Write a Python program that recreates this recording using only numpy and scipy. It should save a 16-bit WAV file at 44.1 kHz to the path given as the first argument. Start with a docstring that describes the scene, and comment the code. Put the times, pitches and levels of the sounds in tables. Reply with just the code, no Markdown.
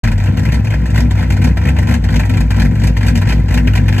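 """Deep thumps and a spitting pop open the sound: a V8 idles in an open car park, a few metres away.
It lopes, surging and sagging in a round of 24 firings that keeps repeating. Each firing thumps the
exhaust so that it rings, and pushes a puff of rasping gas from the two tailpipes; the hardest ones pop.
Under this a low drone throbs and a boom and a growl swell, while water drops plop and crackle in the gas.
The gas noise also bounces off the ground and the parked cars."""
import sys
import numpy as np
from scipy import signal
from scipy.fft import rfft, irfft, next_fast_len
from scipy.io import wavfile

SR = 44100
rng = np.random.default_rng(int(sys.argv[2]) if len(sys.argv) > 2 else 0)


def digitize_waveform(pressure):
    """Quantize a signal to 16-bit integers and store it at the path in sys.argv[1].

    Rows of a 2-D input are taken as channels; values are limited to [-1, 1].
    """
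    field = np.atleast_2d(pressure).T
    bounded = np.clip(field, -1, 1)
    quanta = np.round(bounded * 32767).astype(np.int16)
    wavfile.write(sys.argv[1], SR, quanta)


N = 176400
TIME = np.arange(N) / SR
HZ = np.fft.rfftfreq(16384, 1 / SR)  # the frequencies at which filters are drawn

# Levels in the tables are relative: each layer's overall loudness is set later.
# when each round of the lope starts: t/s
ROUND_STARTS = [-0.39, 0.23, 0.68, 1.1448, 1.6, 2, 2.5, 3, 3.5, 4, 6]
# the 24 firings of a round (three engine cycles): puff level/dB, thump level/dB
FIRINGS = [(-20, -5.5), (-21, -5.5), (-4, -2.5), (-9, -1), (-15, -2.5), (-11.5, 0.5), (-11.5, -0.5),
           (-15, 0.5), (-14, -1.5), (-20, -3.5), (-10, -1.5), (-14, -2.5), (-27, -5), (-10.5, -1.5),
           (-7, -3.5), (-12, -1.5), (-10, -1), (-8, 1), (-9.5, 1.5), (-12, 0.5), (-22, -2), (-20, -7),
           (-16, -5), (-19, -5.5)]
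# which row (bank) of cylinders fires, in firing order: 0 near, 1 far
FAR_BANK = [0, 1, 1, 0, 1, 0, 0, 1]
# how hard the engine thumps as time passes: t/s, level/dB
EFFORT = [(0, -1.9), (0.7, -1), (1.0, 0), (2.0, 0.5), (2.8, 1.8), (3.4, 1.3), (4.0, 0)]
# the notes at which the exhaust rings: f/Hz, width/Hz, level/dB
EXHAUST_NOTES = [(59, 12.7, -5), (97.2, 20, -4), (117.7, 27.8, -2), (149.1, 26, 2), (188.4, 19.9, -2.5),
                 (224.8, 30.5, -6), (253.6, 19.6, -5), (292, 26, -16), (329.3, 24.3, -15), (439, 64, -22.5),
                 (520, 45, -21)]
# rise and fall of the drone: t/s, level/dB
DRONE_LEVEL = [(0.04, -14), (0.38, -20), (0.57, -12), (0.68, -30), (0.76, -11.5), (0.89, -16.5),
               (1.03, -10.5), (1.08, -15.5), (1.36, -13.5), (1.4, -22), (1.46, -11), (1.65, -16.5),
               (1.68, -11), (1.84, -14.5), (1.86, -27), (1.94, -11.5), (2.12, -16.5), (2.16, -10),
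               (2.38, -20.5), (2.41, -10.5), (2.59, -14), (2.62, -10.5), (2.77, -18), (2.87, -11),
               (3.06, -16), (3.09, -9.5), (3.23, -21), (3.33, -10.5), (3.5, -16.5), (3.52, -10.5),
               (3.9, -15), (4.0, -24)]
# swells of the boom near 100 Hz: t/s, length/s, level/dB, f/Hz
BOOMS = [(0.036, 0.07, -13, 105.7), (0.138, 0.052, -11.5, 95.4), (0.204, 0.13, -11.5, 100),
         (0.383, 0.05, -11.5, 95.9), (0.454, 0.055, -13.5, 111.7), (0.594, 0.066, -13.5, 103.3),
         (0.668, 0.078, -12, 105.8), (0.918, 0.077, -12, 104), (1.059, 0.042, -15.5, 103.8),
         (1.111, 0.11, -12, 98), (1.311, 0.063, -12, 95.6), (1.378, 0.075, -11, 98.14),
         (1.578, 0.07, -13.5, 95.8), (1.644, 0.035, -17, 95.6), (1.779, 0.045, -12.5, 95.6),
         (1.841, 0.086, -13, 101), (2.045, 0.052, -12, 92.9), (2.114, 0.037, -15, 95.6),
         (2.212, 0.089, -14, 99.95), (2.306, 0.082, -10.5, 99.4), (2.507, 0.11, -12.5, 98.03),
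         (2.677, 0.033, -12.5, 101), (2.714, 0.041, -15.5, 106), (2.761, 0.11, -13, 101),
         (2.973, 0.13, -12.5, 100.8), (3.162, 0.13, -11, 99.2), (3.371, 0.032, -17, 104),
         (3.424, 0.046, -12.5, 95.6), (3.49, 0.039, -12, 97.9), (3.681, 0.141, -11, 101),
         (3.825, 0.18, -11.5, 101.1)]
# swells of the throaty growl above it: t/s, length/s, level/dB, f/Hz
GROWLS = [(0.041, 0.1, -20.5, 222.8), (0.459, 0.038, -22.5, 229), (0.542, 0.066, -21, 224.6),
          (0.946, 0.034, -25.5, 240), (1.007, 0.069, -16, 244.6), (1.443, 0.032, -17, 245),
          (1.698, 0.038, -21, 244.9), (1.786, 0.076, -23, 218.1), (1.878, 0.1, -18, 235),
          (2.145, 0.05, -21.5, 236.1), (2.216, 0.024, -19.5, 229.3), (2.283, 0.036, -21.5, 250.6),
          (2.375, 0.07, -19.5, 238), (2.574, 0.097, -21, 221.8), (2.679, 0.025, -19, 228.7),
          (2.795, 0.034, -20.5, 222.4), (2.852, 0.054, -21.5, 232.4), (3.027, 0.18, -20.5, 231),
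          (3.53, 0.158, -19.5, 247.8), (3.781, 0.095, -19.5, 239), (3.947, 0.065, -20.5, 250.3)]
# firings that pop and spit: t/s, pop level/dB, spray level/dB
POPS = [(0.0385, -13, -31), (0.0752, -16, -35), (0.1166, -18, -35.5), (0.1795, -25, -40.5),
        (0.2017, -22.5, -38.5), (0.2227, -23.5, -47), (0.2386, -23, -39.5), (0.2594, -21.5, -40),
        (0.2747, -23, -48), (0.3722, -18.5, -32.5), (0.3928, -23, -38), (0.433, -22, -41),
        (0.4534, -15.5, -35), (0.4882, -17.5, -41), (0.5213, -18, -31.5), (0.5414, -18, -31),
        (0.6466, -22, -35.5), (0.6703, -19.5, -39), (0.7046, -19, -39), (0.7384, -16, -39),
        (0.857, -24, -34.5), (0.9035, -27.5, -37), (0.9429, -20.5, -37), (0.9592, -17, -32),
        (0.9782, -11, -29.5), (1.0024, -17.5, -30), (1.11, -18.5, -34), (1.1523, -23, -42.5),
        (1.1742, -21.5, -43), (1.1912, -19, -38.5), (1.2064, -21.5, -41), (1.2256, -16.5, -41.5),
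        (1.3035, -16.5, -32), (1.3234, -22.5, -31.5), (1.3673, -19.5, -38), (1.4202, -19, -36.5),
        (1.4417, -15, -29.5), (1.4722, -17.5, -35.5), (1.5722, -15.5, -38.5), (1.614, -20.5, -45),
        (1.6529, -16, -43), (1.6705, -15, -37), (1.6874, -15.5, -33.5), (1.7651, -16, -43),
        (1.7861, -15, -35), (1.8279, -19.5, -39.5), (1.8721, -20.5, -36), (1.8884, -17.5, -33.5),
        (1.9095, -16, -34), (1.9224, -17.5, -38), (1.9402, -12.5, -30.5), (2.0403, -21, -36.5),
        (2.0884, -20.5, -40), (2.1048, -24, -38.5), (2.1258, -21, -39), (2.141, -16, -37),
        (2.1591, -15.5, -29), (2.1949, -13.5, -29.5), (2.2333, -19, -46), (2.2525, -20.5, -38),
        (2.2953, -16.5, -33), (2.3376, -18, -37), (2.371, -16.5, -33.5), (2.4054, -16.5, -33),
        (2.5062, -14, -32), (2.5635, -20, -35), (2.581, -20.5, -38.5), (2.599, -16, -30),
        (2.6184, -15.5, -30), (2.6504, -17, -34), (2.754, -24.5, -42), (2.798, -27, -38),
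        (2.8176, -19.5, -42), (2.8365, -17, -28), (2.8707, -18, -29.5), (2.968, -15, -30.5),
        (3.009, -18.5, -40), (3.0295, -17, -37), (3.048, -15.5, -40), (3.0654, -16.5, -32),
        (3.0833, -14.5, -27.5), (3.155, -18.5, -28), (3.1755, -19.5, -31), (3.2166, -15.5, -36),
        (3.2544, -21, -44.5), (3.272, -18, -38), (3.29, -14, -30), (3.3039, -15, -37), (3.3229, -15, -34),
        (3.4845, -20.5, -39), (3.5074, -19, -37.5), (3.5224, -18, -36.5), (3.5414, -17.5, -28),
        (3.5742, -11, -31.5), (3.6735, -13, -34), (3.7354, -18, -41), (3.7539, -14.5, -27.5),
        (3.772, -13.5, -37.5), (3.8822, -12.5, -32.5), (3.9258, -17, -38), (3.9429, -19, -39.5),
        (3.9626, -20.5, -38.5), (3.9814, -12.5, -29.5)]
# narrow notes of the tailpipes, which colour the gas noise: f/Hz, width/Hz, boost/dB
TAILPIPE_NOTES = [(518, 14, 4), (746, 67, 6.5), (956, 40, 6.5), (1060, 60, 2), (1338, 45, 7.5),
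                  (1565, 56, 4.5), (1820, 78, 2.5), (1940, 90, 7), (2050, 34, 1), (2380, 140, 6.5),
                  (2717, 65, 1), (3250, 50, 3)]
# bands of the rasp that flare separately: f/Hz, how steeply it follows the flow, share of spray (0-1)
RASP_BANDS = [(574, 0.61, 0.5), (1512, 0.97, 0.08), (2010, 1.09, 0.07), (2696, 1.13, 0.23),
              (3680, 0.96, 0.56), (5100, 0.98, 0.8), (7000, 0.93, 0.85), (11800, 1.14, 0.6)]
# tone colour of the rasping gas: f/Hz, level/dB
RASP_COLOUR = [(100, -27), (300, -13.5), (500, -5.5), (700, -9), (950, -4), (1080, -7), (1180, -16.5),
               (1400, -6), (1600, -3), (2000, -3), (2250, -8.5), (2500, -4), (3000, -10), (3500, -12),
               (4500, -12.5), (5300, -14), (6800, -18), (8600, -20.5), (9300, -24.5), (9900, -41),
               (10800, -21.5), (12000, -24), (13300, -28.5), (14200, -44)]
# tone colour of the duller chuff under it: f/Hz, level/dB
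CHUFF_COLOUR = [(30, -5), (120, 2), (250, 4.5), (360, -1), (440, 2), (520, 2), (640, -2), (740, -9.5),
                (950, -3.5), (1200, -14), (1700, -11), (2600, -18.5), (4000, -32), (14000, -43)]
# tone colour of the bursting droplets: f/Hz, level/dB
CRACKLE_COLOUR = [(1500, -32), (2800, -16), (3600, 2.5), (5000, -2), (7000, -1), (8800, -5), (9900, -15),
                  (11000, -7), (13000, -10), (14200, -23)]
# how much louder the left side is than the right: f/Hz, level/dB
LEFT_LOUDER = [(60, 0.5), (91, 0.83), (140, 1.9), (210, 5), (320, 6.5), (480, 1), (730, 0.5), (1110, 0.5),
               (1680, 0), (2550, 4), (3860, -4), (5860, -1), (8880, 1), (13500, 0.0)]
# how far the wave on the left runs ahead of the right: f/Hz, phase/rad
LEFT_LEAD = [(30, 0), (150, 0.08), (280, 0.47), (420, -1.6), (620, -0.9), (850, -.5), (1130, -1.1),
             (1300, -1.5), (1750, -0.33), (1980, 0.35), (2300, -0.4), (2750, 1.9), (3100, -1.8),
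             (3700, -2.5), (4400, -4.5), (5000, -3), (6370, -1.2), (7600, 0), (9040, 2.5), (10300, 3.4),
             (11800, 6.5), (13600, 7.5)]


def amp(db):
    """Turns decibels into a factor to multiply by."""
    return 10 ** (np.asarray(db) / 20)


def unit(x):
    """Scales a signal so that its average strength (rms) is 1."""
    return x / np.sqrt(np.mean(x ** 2) + 1e-20)


def look_up(points, hz):
    """Reads between the rows of a frequency table, with octaves evenly spaced."""
    f, value = np.transpose(points)
    return np.interp(np.log(hz + 1), np.log(f), value)


def wander(rate_hz):
    """A smooth random wobble of strength 1, mostly slower than rate_hz."""
    hz = np.fft.rfftfreq(N, 1 / SR)
    return unit(irfft(rfft(rng.standard_normal(N)) / (1 + (hz / rate_hz) ** 4), N))


def colour(x, gain):
    """Filters x with one gain for each frequency in HZ; the filter rings after a sound, never before."""
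    log_gain = np.log(np.maximum(np.r_[gain, gain[-2:0:-1]], 1e-5))
    response = np.fft.ifft(np.exp(np.conj(signal.hilbert(log_gain)))).real
    return signal.fftconvolve(x, response[:len(HZ)])[:N]


def firing_times():
    """The time of every firing, and its slot in the round."""
    count = np.arange((len(ROUND_STARTS) - 1) * len(FIRINGS))
    at = np.interp(count / len(FIRINGS), np.arange(len(ROUND_STARTS)), ROUND_STARTS)
    return at, count % len(FIRINGS)


def thumps(far_late_s=0.0031, far_db=-1.5, jitter_s=0.0019, spread_db=2.5):
    """Each firing's kick of pressure makes the exhaust ring; the far bank arrives later and weaker."""
    at, slot = firing_times()
    late, size = rng.standard_normal((len(at), 2)).T
    far = np.array(FAR_BANK)[slot % len(FAR_BANK)]
    at = at + far * far_late_s + late * jitter_s
    gain = amp(np.array(FIRINGS)[slot, 1] + far * far_db + size * spread_db)
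    heard = (at > 0) & (at < TIME[-1])
    kicks = np.bincount((at[heard] * SR).astype(int), gain[heard], N)
    t = TIME[:len(HZ)]
    ringing = np.zeros(len(t))
    for k, (hz, width, db) in enumerate(EXHAUST_NOTES):
        fade = width * np.exp(-np.pi * width * t)  # wider notes die sooner
        ringing += (-1) ** k * amp(db) * fade * np.cos(2 * np.pi * hz * t)
    effort = amp(np.interp(TIME, *np.transpose(EFFORT)))
    return effort * amp(-18) * unit(signal.fftconvolve(kicks, ringing)[:N])


def drone(cycles_per_round=28):
    """The exhaust's lowest note never stops ringing; it keeps step with the lope, throbbing twice a round."""
    rounds = np.interp(TIME, ROUND_STARTS, np.arange(len(ROUND_STARTS)))
    throb = 1 + 0.095 * np.cos(2 * np.pi * 2 * (rounds - 0.27))
    tone = np.sin(2 * np.pi * cycles_per_round * rounds + 0.16 * wander(rate_hz=5))
    level = amp(np.interp(TIME, *np.transpose(DRONE_LEVEL)))
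    return level * unit(throb * tone)


def pipe_swells(table, rest_db, edge_s, waver_rad):
    """A run of firings falls in step with a pipe's note, which swells and is pulled to the run's pitch."""
    level = np.full(N, amp(rest_db))
    for start, length, db, _ in table:
        inside_s = np.minimum(TIME - start, start + length - TIME)
        level = np.maximum(level, amp(db) * np.clip(0.5 + inside_s / edge_s, 0, 1))
    starts, lengths, _, pitches = np.transpose(table)
    cycles = np.cumsum(np.interp(TIME, starts + lengths / 2, pitches)) / SR
    return level * unit(np.sin(2 * np.pi * cycles + waver_rad * wander(rate_hz=20)))


def gas_flow(pop_db, steady_db, rise_s, fall_s, hold_s=0.003, jitter_s=0.0015, soft_db=-8):
    """How strongly the pipes blow: each firing adds a soft puff or a pop to a steady flow."""
    at, slot = firing_times()
    late, size = rng.standard_normal((len(at), 2)).T
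    puff_at = at + late * jitter_s
    puff_db = np.array(FIRINGS)[slot, 0] + soft_db + 0.5 * size
    pop_at = np.array(POPS)[:, 0]
    soft = abs(at[:, None] - pop_at).min(axis=1) > 0.0074  # firings with no pop close by
    starts = np.r_[puff_at[soft], pop_at - 0.003]  # a pop starts just before its peak
    levels = np.r_[puff_db[soft], pop_db]
    power = np.full(N, amp(steady_db) ** 2)
    for start, db in zip(starts, levels):
        span = slice(*np.searchsorted(TIME, [start, start + 0.1]))
        t = TIME[span] - start
        rise = np.minimum(t / rise_s, 1)
        fall = np.exp(-np.maximum(t - rise_s - hold_s, 0) / fall_s)
        power[span] += (amp(db) * rise * fall) ** 2
    return np.sqrt(power)


def tailpipes(flow, spray, sputter_db=1.4, flare_db=2.0):
    """Gas swirls at the pipe mouths: a sputtering rasp, a wet hiss above it and a duller chuff below."""
    boost_db = sum(db / (1 + (2 * (HZ - hz) / width) ** 2) for hz, width, db in TAILPIPE_NOTES)
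    rasp_gain = amp(look_up(RASP_COLOUR, HZ) + boost_db)
    chuff_gain = amp(look_up(CHUFF_COLOUR, HZ) + boost_db)
    sputter = amp(sputter_db * wander(rate_hz=390))  # shared by all bands
    rasp = np.zeros(N)
    centres, follows, wets = np.transpose(RASP_BANDS)
    for follow, wet, this_band in zip(follows, wets, np.eye(len(centres))):
        band = np.sqrt(look_up(np.c_[centres, this_band], HZ))  # fades into its neighbours
        drive = flow ** (1 - wet) * spray ** wet
        flare = amp(flare_db * wander(rate_hz=53))
        jet = unit(drive ** follow * sputter * flare * rng.standard_normal(N))
        rasp += colour(jet, np.maximum(band, 0.01) * rasp_gain)
    chuff = colour(flow ** 0.67 * rng.standard_normal(N), chuff_gain)
    return amp(-29.5) * unit(rasp) + amp(-32) * unit(chuff)


def plops(flow, per_s=70, low_hz=1396, high_hz=2700, ring_s=0.0015):
    """Drops of condensed water plop in the gas: short rings, louder when the flow is stronger."""
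    t = TIME[:1000]
    drops = np.zeros(N)
    pitches = np.geomspace(low_hz, high_hz, 20)
    for hz in pitches:
        hits = flow * (rng.random(N) < per_s / len(pitches) / SR)
        plop = t * np.exp(-t / ring_s) * np.sin(2 * np.pi * hz * t)
        drops += signal.oaconvolve(hits, plop)[:N]
    return amp(-38) * unit(drops)


def crackle(spray, per_s=500, spread_db=2):
    """Fine droplets burst at the rims of the pipes in each gust of spray."""
    size = amp(spread_db * np.minimum(rng.exponential(1, N), 3))
    sign = rng.choice([-1, 1], N)
    hits = rng.random(N) < per_s / SR
    bursts = spray ** 1.44 * size * sign * hits
    return amp(-47.5) * unit(colour(bursts, amp(look_up(CRACKLE_COLOUR, HZ))))


def direct_sound(x):
    """Sound coming straight from the pipes reaches left and right with different timing and strength."""
    size = next_fast_len(N + len(HZ))
    hz = np.fft.rfftfreq(size, 1 / SR)
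    left = amp(look_up(LEFT_LOUDER, hz) / 2)
    right = np.exp(-1j * look_up(LEFT_LEAD, hz)) / left
    return irfft(rfft(x, size) * np.array([left, right]), size)[:, :N]


def car_park_echoes(x, per_s=2000, gap_s=0.001, die_away_s=0.11):
    """Quick echoes bounce off the ground and the parked cars, different at each ear."""
    t = TIME[:SR // 3]
    echoes = rng.standard_normal((2, len(t)))
    echoes *= (rng.random(echoes.shape) < per_s / SR) & (t > gap_s)
    echoes *= amp(-60 * t / die_away_s)
    echoes /= np.linalg.norm(echoes, axis=1, keepdims=True)
    return signal.fftconvolve(x[None], echoes, axes=1)[:, :N]


def scene():
    """Mixes the exhaust's thumps and low tones with the gas and spray; only the gas and spray echo."""
    _, pop_db, spray_db = np.transpose(POPS)
    flow = gas_flow(pop_db + 10, steady_db=-24.5, rise_s=0.0027, fall_s=0.013)
    spray = gas_flow(spray_db + 31, steady_db=-23.5, rise_s=0.0033, fall_s=0.012)
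    gas = tailpipes(flow, spray) + plops(flow) + crackle(spray)
    boom = amp(-0.5) * pipe_swells(BOOMS, rest_db=-21, edge_s=0.015, waver_rad=0.44)
    growl = amp(-1.05) * pipe_swells(GROWLS, rest_db=-37, edge_s=0.02, waver_rad=0.59)
    engine = thumps() + drone() + boom + growl + gas
    return direct_sound(engine) + amp(-6.5) * car_park_echoes(gas)


def record(dry):
    """Starts the sound abruptly, gently squashes the tallest peaks and cuts the highest treble."""
    start_s, fade_s, ceiling, top_hz = 0.033, 0.0031, 0.95, 14000
    opened = dry * np.clip((TIME - start_s) / fade_s, 0, 1)
    squashed = opened / (1 + (abs(opened) / ceiling) ** 8) ** (1 / 8)
    treble_cut = signal.firwin(255, top_hz, window=("kaiser", 8), fs=SR)
    return signal.oaconvolve(squashed, treble_cut[None], "same")


dry = scene()
out = record(dry)
digitize_waveform(out)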